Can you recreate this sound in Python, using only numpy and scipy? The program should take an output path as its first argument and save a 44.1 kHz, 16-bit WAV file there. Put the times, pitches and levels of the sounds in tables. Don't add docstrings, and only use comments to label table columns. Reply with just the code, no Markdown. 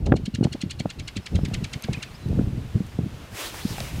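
import sys
import numpy as np
from scipy import signal
from scipy.fft import rfft, irfft, next_fast_len
from scipy.io import wavfile
from scipy.ndimage import uniform_filter1d, map_coordinates

SR = 44100
rng = np.random.default_rng(int(sys.argv[2]) if len(sys.argv) > 2 else 0)


def decibels_to_gain(level_db):
    exponent = np.asarray(level_db, float) / 20
    return 10 ** exponent


def store_pcm(level_fs):
    pcm = np.round(np.clip(level_fs, -1, 1) * 32767).astype(np.int16)
    wavfile.write(sys.argv[1], SR, np.atleast_2d(pcm).T)


N = 176400

# time_s, level_db
RIVER_LEVEL = [(0, -57), (.5, -53.5), (1.9, -47.5), (2.7, -49.5), (4, -47.5)]
# freq_hz, density_db
RIVER_TONE = [(150, -56), (250, -11), (629, -11), (2360, -17), (2570, -15.5), (11700, -32.5), (14900, -34),
              (16000, -46)]
# start_s, length_s, from_hz, to_hz, bend_hz, level_db
WHISTLES = [(1.02, .09, 5230, 5220, 0, -70), (1.21, .13, 5230, 5220, 0, -66),
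            (1.34, .16, 5220, 5220, 0, -70), (1.86, .07, 2200, 2200, 0, -60),
            (1.945, .014, 2500, 2480, 0, -44), (1.957, .018, 2850, 3100, 0, -53),
            (1.96, .066, 1850, 1800, 850, -54), (2.044, .04, 2650, 2400, 60, -55),
            (2.105, .016, 4000, 4400, 0, -63), (2.137, .036, 4350, 5550, 150, -60),
            (2.195, .09, 4020, 3980, 0, -65)]
# time_s, strength_db
WIND_STRENGTH = [(0, -20.5), (.12, -13.5), (.3, -35), (.58, -30.5), (.92, -31.5), (1.27, -37.5),
                 (1.36, -24.5), (1.75, -30), (1.8, -43), (1.95, -28.5), (2.07, -37.5), (2.22, -29),
                 (2.3, -22), (2.6, -24.5), (2.7, -31.5), (3.33, -31.5), (3.4, -42), (4, -21)]
# freq_hz, density_db
RUMBLE_TONE = [(12, -55), (20, 4), (70, 5), (130, 1), (375, -17.5), (600, -28), (910, -35.5), (1540, -120)]
# time_s, strength_db, pitch_hz
EDDIES = [(0.086, -17, 173.8), (0.121, -2, 239.8), (0.14, -12, 313.6), (0.154, -14.5, 184),
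          (0.183, -30, 105), (0.199, -25, 224), (0.237, -24.5, 125.3), (0.282, -18, 176.4),
          (0.343, -20.5, 115.6), (0.388, -15.5, 196.4), (0.411, -9, 226.2), (0.429, -14.5, 242.1),
          (0.456, -8, 151.6), (0.471, -19.5, 190.5), (0.517, -26, 117.7), (0.55, -18.5, 203.5),
          (0.638, -16.5, 200.7), (0.664, -20.7, 144.8), (0.806, -17.5, 170.6), (0.857, -14, 206.8),
          (1.167, -19.5, 204.6), (1.186, -22, 122.4), (1.351, -17.5, 136.1), (1.367, -33, 143.6),
          (1.393, -22.5, 194), (1.435, -13, 152.4), (1.464, -24, 119), (1.486, -21, 174.6),
          (1.521, -21.5, 121), (1.578, -28.5, 134.5), (1.626, -25, 145), (1.762, -24, 111.7),
          (1.848, -21.5, 140.2), (1.895, -14.5, 142.4), (1.916, -24, 162), (1.974, -22, 131),
          (2.262, -20.5, 129.3), (2.29, -15, 148.3), (2.305, -18, 145.8), (2.331, -19.7, 190),
          (2.353, -18, 160.7), (2.377, -14.5, 151.4), (2.397, -10, 212.5), (2.414, -15.5, 165.5),
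          (2.441, -21.5, 108.5), (2.473, -18.5, 145.6), (2.534, -23, 112.2), (2.58, -18, 137.4),
          (2.754, -11, 122.9), (2.77, -22.5, 194), (2.806, -14.5, 182.7), (2.991, -14.5, 153),
          (3.015, -22.1, 113), (3.037, -17.5, 112), (3.065, -20, 184), (3.654, -16.1, 195.8),
          (3.711, -19, 121.8), (3.735, -28, 115.6), (3.809, -26, 187.7), (3.985, -25, 240)]
# freq_hz, density_db
WAKE_TONE = [(30, -25), (90, 2.5), (190, 0.5), (380, -13.5), (800, -39.5), (1500, -120)]
# time_s, strength_db, width_s
CRACKLES = [(0.071, -30.5, 0.022), (0.095, -36, 0.017), (0.122, -14.5, 0.008), (0.139, -19.5, 0.0028),
            (0.163, -34, 0.0041), (0.412, -34, 0.0041), (0.429, -24.5, 0.0033), (0.45, -28, 0.012),
            (0.469, -28.5, 0.0015), (0.554, -36, 0.0038), (0.804, -35.5, 0.0053), (0.858, -21, 0.0015),
            (1.39, -28.5, 0.0023), (1.514, -37.6, 0.0045), (1.887, -26, 0.004), (2.294, -50, 0.0054),
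            (2.318, -39.3, 0.0049), (2.329, -34.5, 0.0037), (2.377, -41, 0.0025), (2.39, -26.5, 0.0033),
            (2.412, -35, 0.0054), (2.47, -54, 0.0043), (2.804, -40.5, 0.006), (2.989, -30, 0.0042)]
# freq_hz, density_db
CRACKLE_TONE = [(200, -18), (400, 17), (800, 2.5), (1500, -28.5), (4000, -64)]
# freq_hz, density_db
SPIT_TONE = [(700, -31), (1300, 7.5), (2200, -12), (3500, -24), (6000, -71)]
# time_s, level_db, hollow_hz
SLEEVE = [(3.3, -52, 1500), (3.342, -55.5, 1790), (3.368, -47, 2310), (3.41, -43, 2860), (3.475, -46, 3770),
          (3.515, -54, 3250), (3.55, -50, 1400), (3.59, -49, 1850), (3.628, -53, 4030), (3.67, -51.5, 4300),
          (3.71, -49, 5200), (3.75, -50.5, 2840), (3.88, -51, 2260), (3.92, -57, 2600), (4, -55, 2500)]
# freq_hz, density_db
CLOTH_TONE = [(180, -37), (300, -5.5), (433, -6), (5340, -12), (14200, -19), (16000, -21)]
# start_s, peak_db, lowest_hz, t60_s
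TICKS = [
    (1.4855, -38, 3000, .008),
    (1.8232, -27.5, 5000, .004),
    (1.852, -39, 8000, .004),
    (2.287, -37, 2500, .006),
    (2.864, -45, 8000, .05),
    (3.8035, -17, 500, .007),
]
# start_s, peak_db, pitch_hz, t60_s
KNOCKS = [
    (3.7828, -22, 800, .022),
    (3.8055, -23, 650, .018),
    (3.543, -28, 900, .015),
]
# freq_hz, width_hz, level_db
CASE = [(2530, 170, 16), (3500, 870, 12.5), (4800, 830, 11), (6300, 190, 14), (8950, 310, 7),
        (11700, 830, 0), (13500, 4000, -12)]
# drop_start_s, level_db, top_pitch_hz, lead_in_s
NOTES = [(0.0605, -35, 1390, 0.0022), (0.163, -35, 1432, 0.006), (0.256, -31.5, 1436, 0.0011),
         (0.347, -29, 1430, 0.0066), (0.4387, -28, 1450, 0.005), (0.527, -28.5, 1450, 0.0044),
         (0.614, -28.5, 1430, 0.0081), (0.7073, -27.5, 1420, 0.013), (0.7968, -28.5, 1420, 0.0068),
         (0.9002, -32.5, 1398, 0.0081), (0.9948, -34.5, 1376, 0.0078), (1.0774, -29.5, 1448, 0.0013),
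         (1.1661, -29.5, 1350, 0.01), (1.261, -31.5, 1387, 0.0023), (1.3538, -32, 1383, 0.0077),
         (1.4497, -31.5, 1323, 0.00067), (1.5394, -26, 1400, 0.0042), (1.641, -28.5, 1370, 0.0019),
         (1.732, -28.5, 1365, 0.004), (1.837, -30.5, 1370, 0.013), (1.93, -29.5, 1357, 0.0032),
         (2.026, -28, 1390, 0.0039)]
# freq_hz, width_hz, level_db
THROAT = [(1706, 440, 3), (2225, 280, 6.5), (3124, 560, 4.5), (4586, 810, 1.5), (6240, 1170, -1.5),
          (8140, 2600, -5.5), (11100, 4100, -14.5)]
# freq_hz, t60_s
BANK_DECAY = [(1500, 0.11), (4000, 0.12), (10000, 0.052)]


def unit(x):
    return x / np.sqrt(np.mean(x ** 2) + 1e-20)


def along(points, hz):
    f, v = np.transpose(points)
    return np.interp(np.log(hz + 1), np.log(f + 1), v)


def curves(rows):
    s, *cols = np.transpose(rows)
    return [np.interp(np.arange(N) / SR, s, c) for c in cols]


def wobble(rate):
    return map_coordinates(rng.standard_normal(1000), [np.arange(N) * rate / SR])


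def filtered(x, response):
    m = next_fast_len(len(x) + 4096)
    return irfft(rfft(x, m) * response(np.fft.rfftfreq(m, 1 / SR)), m)[:len(x)]


def resonant(peaks, above_hz):
    def response(f):
        low_cut = (1j * f / (above_hz + 1j * f)) ** 4
        ringing = sum((-1) ** k * decibels_to_gain(db) * 1j * f * width / (centre ** 2 - f * f + 1j * f * width)
                      for k, (centre, width, db) in enumerate(peaks))
        return low_cut * ringing
    return response


def noise(spectrum):
    return unit(filtered(rng.standard_normal(N), lambda hz: decibels_to_gain(along(spectrum, hz))))


def turbulence(spectrum, even, span):
    x = noise(spectrum)
    power = uniform_filter1d(uniform_filter1d(x * x, size=span), size=span)
    return unit(x / np.abs(power + 0.013) ** (even / 2))


def add(track, s, sound):
    part = track[round(s * SR):][:len(sound)]
    part += sound[:len(part)]


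def river():
    level_db, = curves(RIVER_LEVEL)
    return decibels_to_gain(level_db + 1.05 * wobble(12)) * noise(RIVER_TONE)


def songbirds():
    out = np.zeros(N)
    for s, length, from_hz, to_hz, bend_hz, db in WHISTLES:
        u = np.linspace(0, 1, int(length * SR))
        arch = np.sin(np.pi * u)
        flutter_hz = 12 * uniform_filter1d(rng.standard_normal(len(u)), size=60) * np.sqrt(60)
        pitch = from_hz + (to_hz - from_hz) * u + bend_hz * arch ** 2 + flutter_hz
        add(out, s, decibels_to_gain(db + 8) * arch ** .5 * np.sin(2 * np.pi * np.cumsum(pitch) / SR))
    return out * decibels_to_gain(3 * wobble(90))


def wind():
    lull_db, lump_db, eddy_db, wake_db, crackle_db, spit_db = -5.5, 4.5, 2, -10.5, 1.5, 6
    rise_cycles, fade_cycles, wake_cycles = 0.36, 0.71, 2.66
    sag = 0.2024
    port_hz = 39
    strength_db, = curves(WIND_STRENGTH)
    push, wake, edge = np.zeros((3, N))
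    t = np.arange(-2048, 4096) / SR
    for (s, db, hz), start in zip(EDDIES, rng.uniform(0, 2 * np.pi, len(EDDIES))):
        cycles = t * hz
        swell = np.exp(-(cycles / np.where(t < 0, rise_cycles, fade_cycles)) ** 2)
        pitch = hz * np.exp(-sag * np.clip(cycles, -2, 4))
        add(push, s + t[0], decibels_to_gain(db + eddy_db) * swell * np.cos(start + 2 * np.pi * np.cumsum(pitch) / SR))
        trail = np.exp(-(cycles / np.where(t < 0, 1, wake_cycles)) ** 2)
        add(wake, s + t[0], decibels_to_gain(db + wake_db) * trail)
    for s, db, width in CRACKLES:
        burst = np.exp(-(t / (width * np.where(t < 0, 0.39, 1))) ** 2)
        add(edge, s + t[0], decibels_to_gain(db + crackle_db) * burst)
    rumble_level = decibels_to_gain(strength_db + lull_db + lump_db * wobble(22.334))
    air = rumble_level * turbulence(RUMBLE_TONE, even=0.1, span=900)
    air = air + push + edge * turbulence(CRACKLE_TONE, even=0.48, span=80)
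    air = air + wake * turbulence(WAKE_TONE, even=0.38, span=500)
    air = air + decibels_to_gain(spit_db + 6 * wobble(170)) * np.roll(edge, 70) ** 2 * noise(SPIT_TONE)
    air = air * np.clip(np.arange(N) / 300, 0, 1)
    return filtered(air, lambda f: (1j * f / (port_hz + 1j * f)) ** 2)


def sleeve():
    hollow_db, hollow_octaves = 1.5, .45
    level_db, hollow_hz = curves(SLEEVE)
    hz, t, z = signal.stft(rng.standard_normal(N), SR, nperseg=256)
    centre = hollow_hz[np.minimum((t * SR).astype(int), N - 1)]
    octaves = np.log2((hz[:, None] + 1) / centre)
    fold = signal.istft(z * np.exp(-(octaves / hollow_octaves) ** 2), SR, nperseg=256)[1][:N]
    touching = np.clip((np.arange(N) / SR - SLEEVE[0][0]) * 20, 0, 1)
    rub = decibels_to_gain(10.0) * noise(CLOTH_TONE) + decibels_to_gain(hollow_db) * unit(fold)
    return touching * decibels_to_gain(level_db + 0.5 * wobble(60)) * rub


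def ticks():
    out, t = np.zeros(N), np.arange(2048) / SR
    for s, db, low_hz, t60 in TICKS:
        ring = filtered(rng.standard_normal(len(t)) * decibels_to_gain(-60 * t / t60), resonant(CASE, low_hz))
        add(out, s, decibels_to_gain(db) * ring / np.abs(ring).max())
    for s, db, hz, t60 in KNOCKS:
        grit = uniform_filter1d(rng.standard_normal(len(t)), size=9)
        add(out, s, decibels_to_gain(db - 60 * t / t60) * (np.sin(2 * np.pi * hz * t) + grit))
    return out


def note_pitch(t, top_hz):
    bottom, drop_s = 0.34, 0.0089
    arch, arch_s = 0.25, .0075
    pitch = top_hz * (bottom + (1 - bottom) * np.exp(-(np.maximum(t, 0) / drop_s) ** 2))
    return pitch * (1 - arch * np.clip(-t / arch_s - .4, 0, 1) ** 2)


def voice_pulses(t, s, top_hz, shake, hiss):
    jitter, breath_db, strongest_top_hz = .045, -5, 10900
    dull_db = 7 if s < 0.87 else 10
    favoured = 3 if s < 1.4 else 2
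    pitch = note_pitch(t, top_hz)
    unsteady = 1 + jitter * unit(uniform_filter1d(shake, size=40)) * (top_hz / pitch - 1)
    phase = 2 * np.pi * np.cumsum(pitch * unsteady) / SR
    k = np.arange(1, 31)[:, None]
    harmonics = np.cos(k * phase) * decibels_to_gain(0.56 * hiss[:len(k), None])
    harmonics = harmonics * (k * pitch < SR / 3) / (1 + (k * pitch / strongest_top_hz) ** 6)
    lead_in = np.clip(.4 - t / 0.0031, 0, 1)
    harmonics = harmonics * decibels_to_gain(-dull_db * np.maximum(k - favoured, 0) * lead_in)
    pulses = harmonics.sum(0) * np.sqrt(pitch / top_hz)
    return pulses + decibels_to_gain(breath_db) * hiss * (1 + np.cos(phase))


def throat_catch(t, pulses, shake, hiss):
    catch_s, width_s, catch_db, dull_hz = .0098, .0035, 3, 4500
    rough_db = 1.13 * unit(uniform_filter1d(shake, size=30))
    catch = decibels_to_gain(catch_db + rough_db) * np.exp(-((t - catch_s) / width_s) ** 2)
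    return filtered(catch * (0.48 * pulses + 1.88 * hiss), lambda f: 1 / (1 + 1j * f / dull_hz) ** 2)


def water_and_bank():
    hz, t, z = signal.stft(rng.standard_normal(4096), SR, nperseg=128)
    tail = signal.istft(z * decibels_to_gain(-60 * t / along(BANK_DECAY, hz)[:, None]), SR, nperseg=128)[1]
    space = decibels_to_gain(-11.5) * tail / np.linalg.norm(tail)
    space[0] += 1
    return space


def kingfisher():
    swell_s, swell_db, attack_s, hold_s, release_s = 0.0081, 8.5, 0.0019, 0.0047, 0.0019
    out, t = np.zeros(N), np.arange(-512, 1536) / SR
    for s, db, top_hz, lead in NOTES:
        shake, hiss = rng.standard_normal((2, len(t)))
        pulses = voice_pulses(t, s, top_hz, shake, hiss)
        opening = np.clip((t + lead) / attack_s + 1, 0, 1)
        opening = opening * decibels_to_gain(swell_db * np.clip(t / swell_s - .3, -2, 0))
        closing = np.exp(-np.maximum(t - hold_s, 0) / release_s)
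        source = pulses * opening * closing + throat_catch(t, pulses, shake, hiss)
        beak_hz = 1400 if s < 0.87 else 950
        voice = filtered(source, resonant(THROAT, beak_hz))
        add(out, s + t[0], decibels_to_gain(db - 4) * signal.fftconvolve(voice, water_and_bank()))
    return out


def scene():
    return (river() + songbirds() + wind() + sleeve() + ticks() + kingfisher())[None]


def top_cut(x):
    return signal.sosfilt(signal.butter(12, 16470, fs=SR, output="sos"), x)


def record(dry):
    ceiling, band_hz = .8, 15830
    rounded = ceiling * np.tanh(dry[0] / ceiling)
    kept = filtered(rounded, lambda hz: hz < band_hz)
    return top_cut(kept[None])


dry = scene()
out = record(dry)
store_pcm(out)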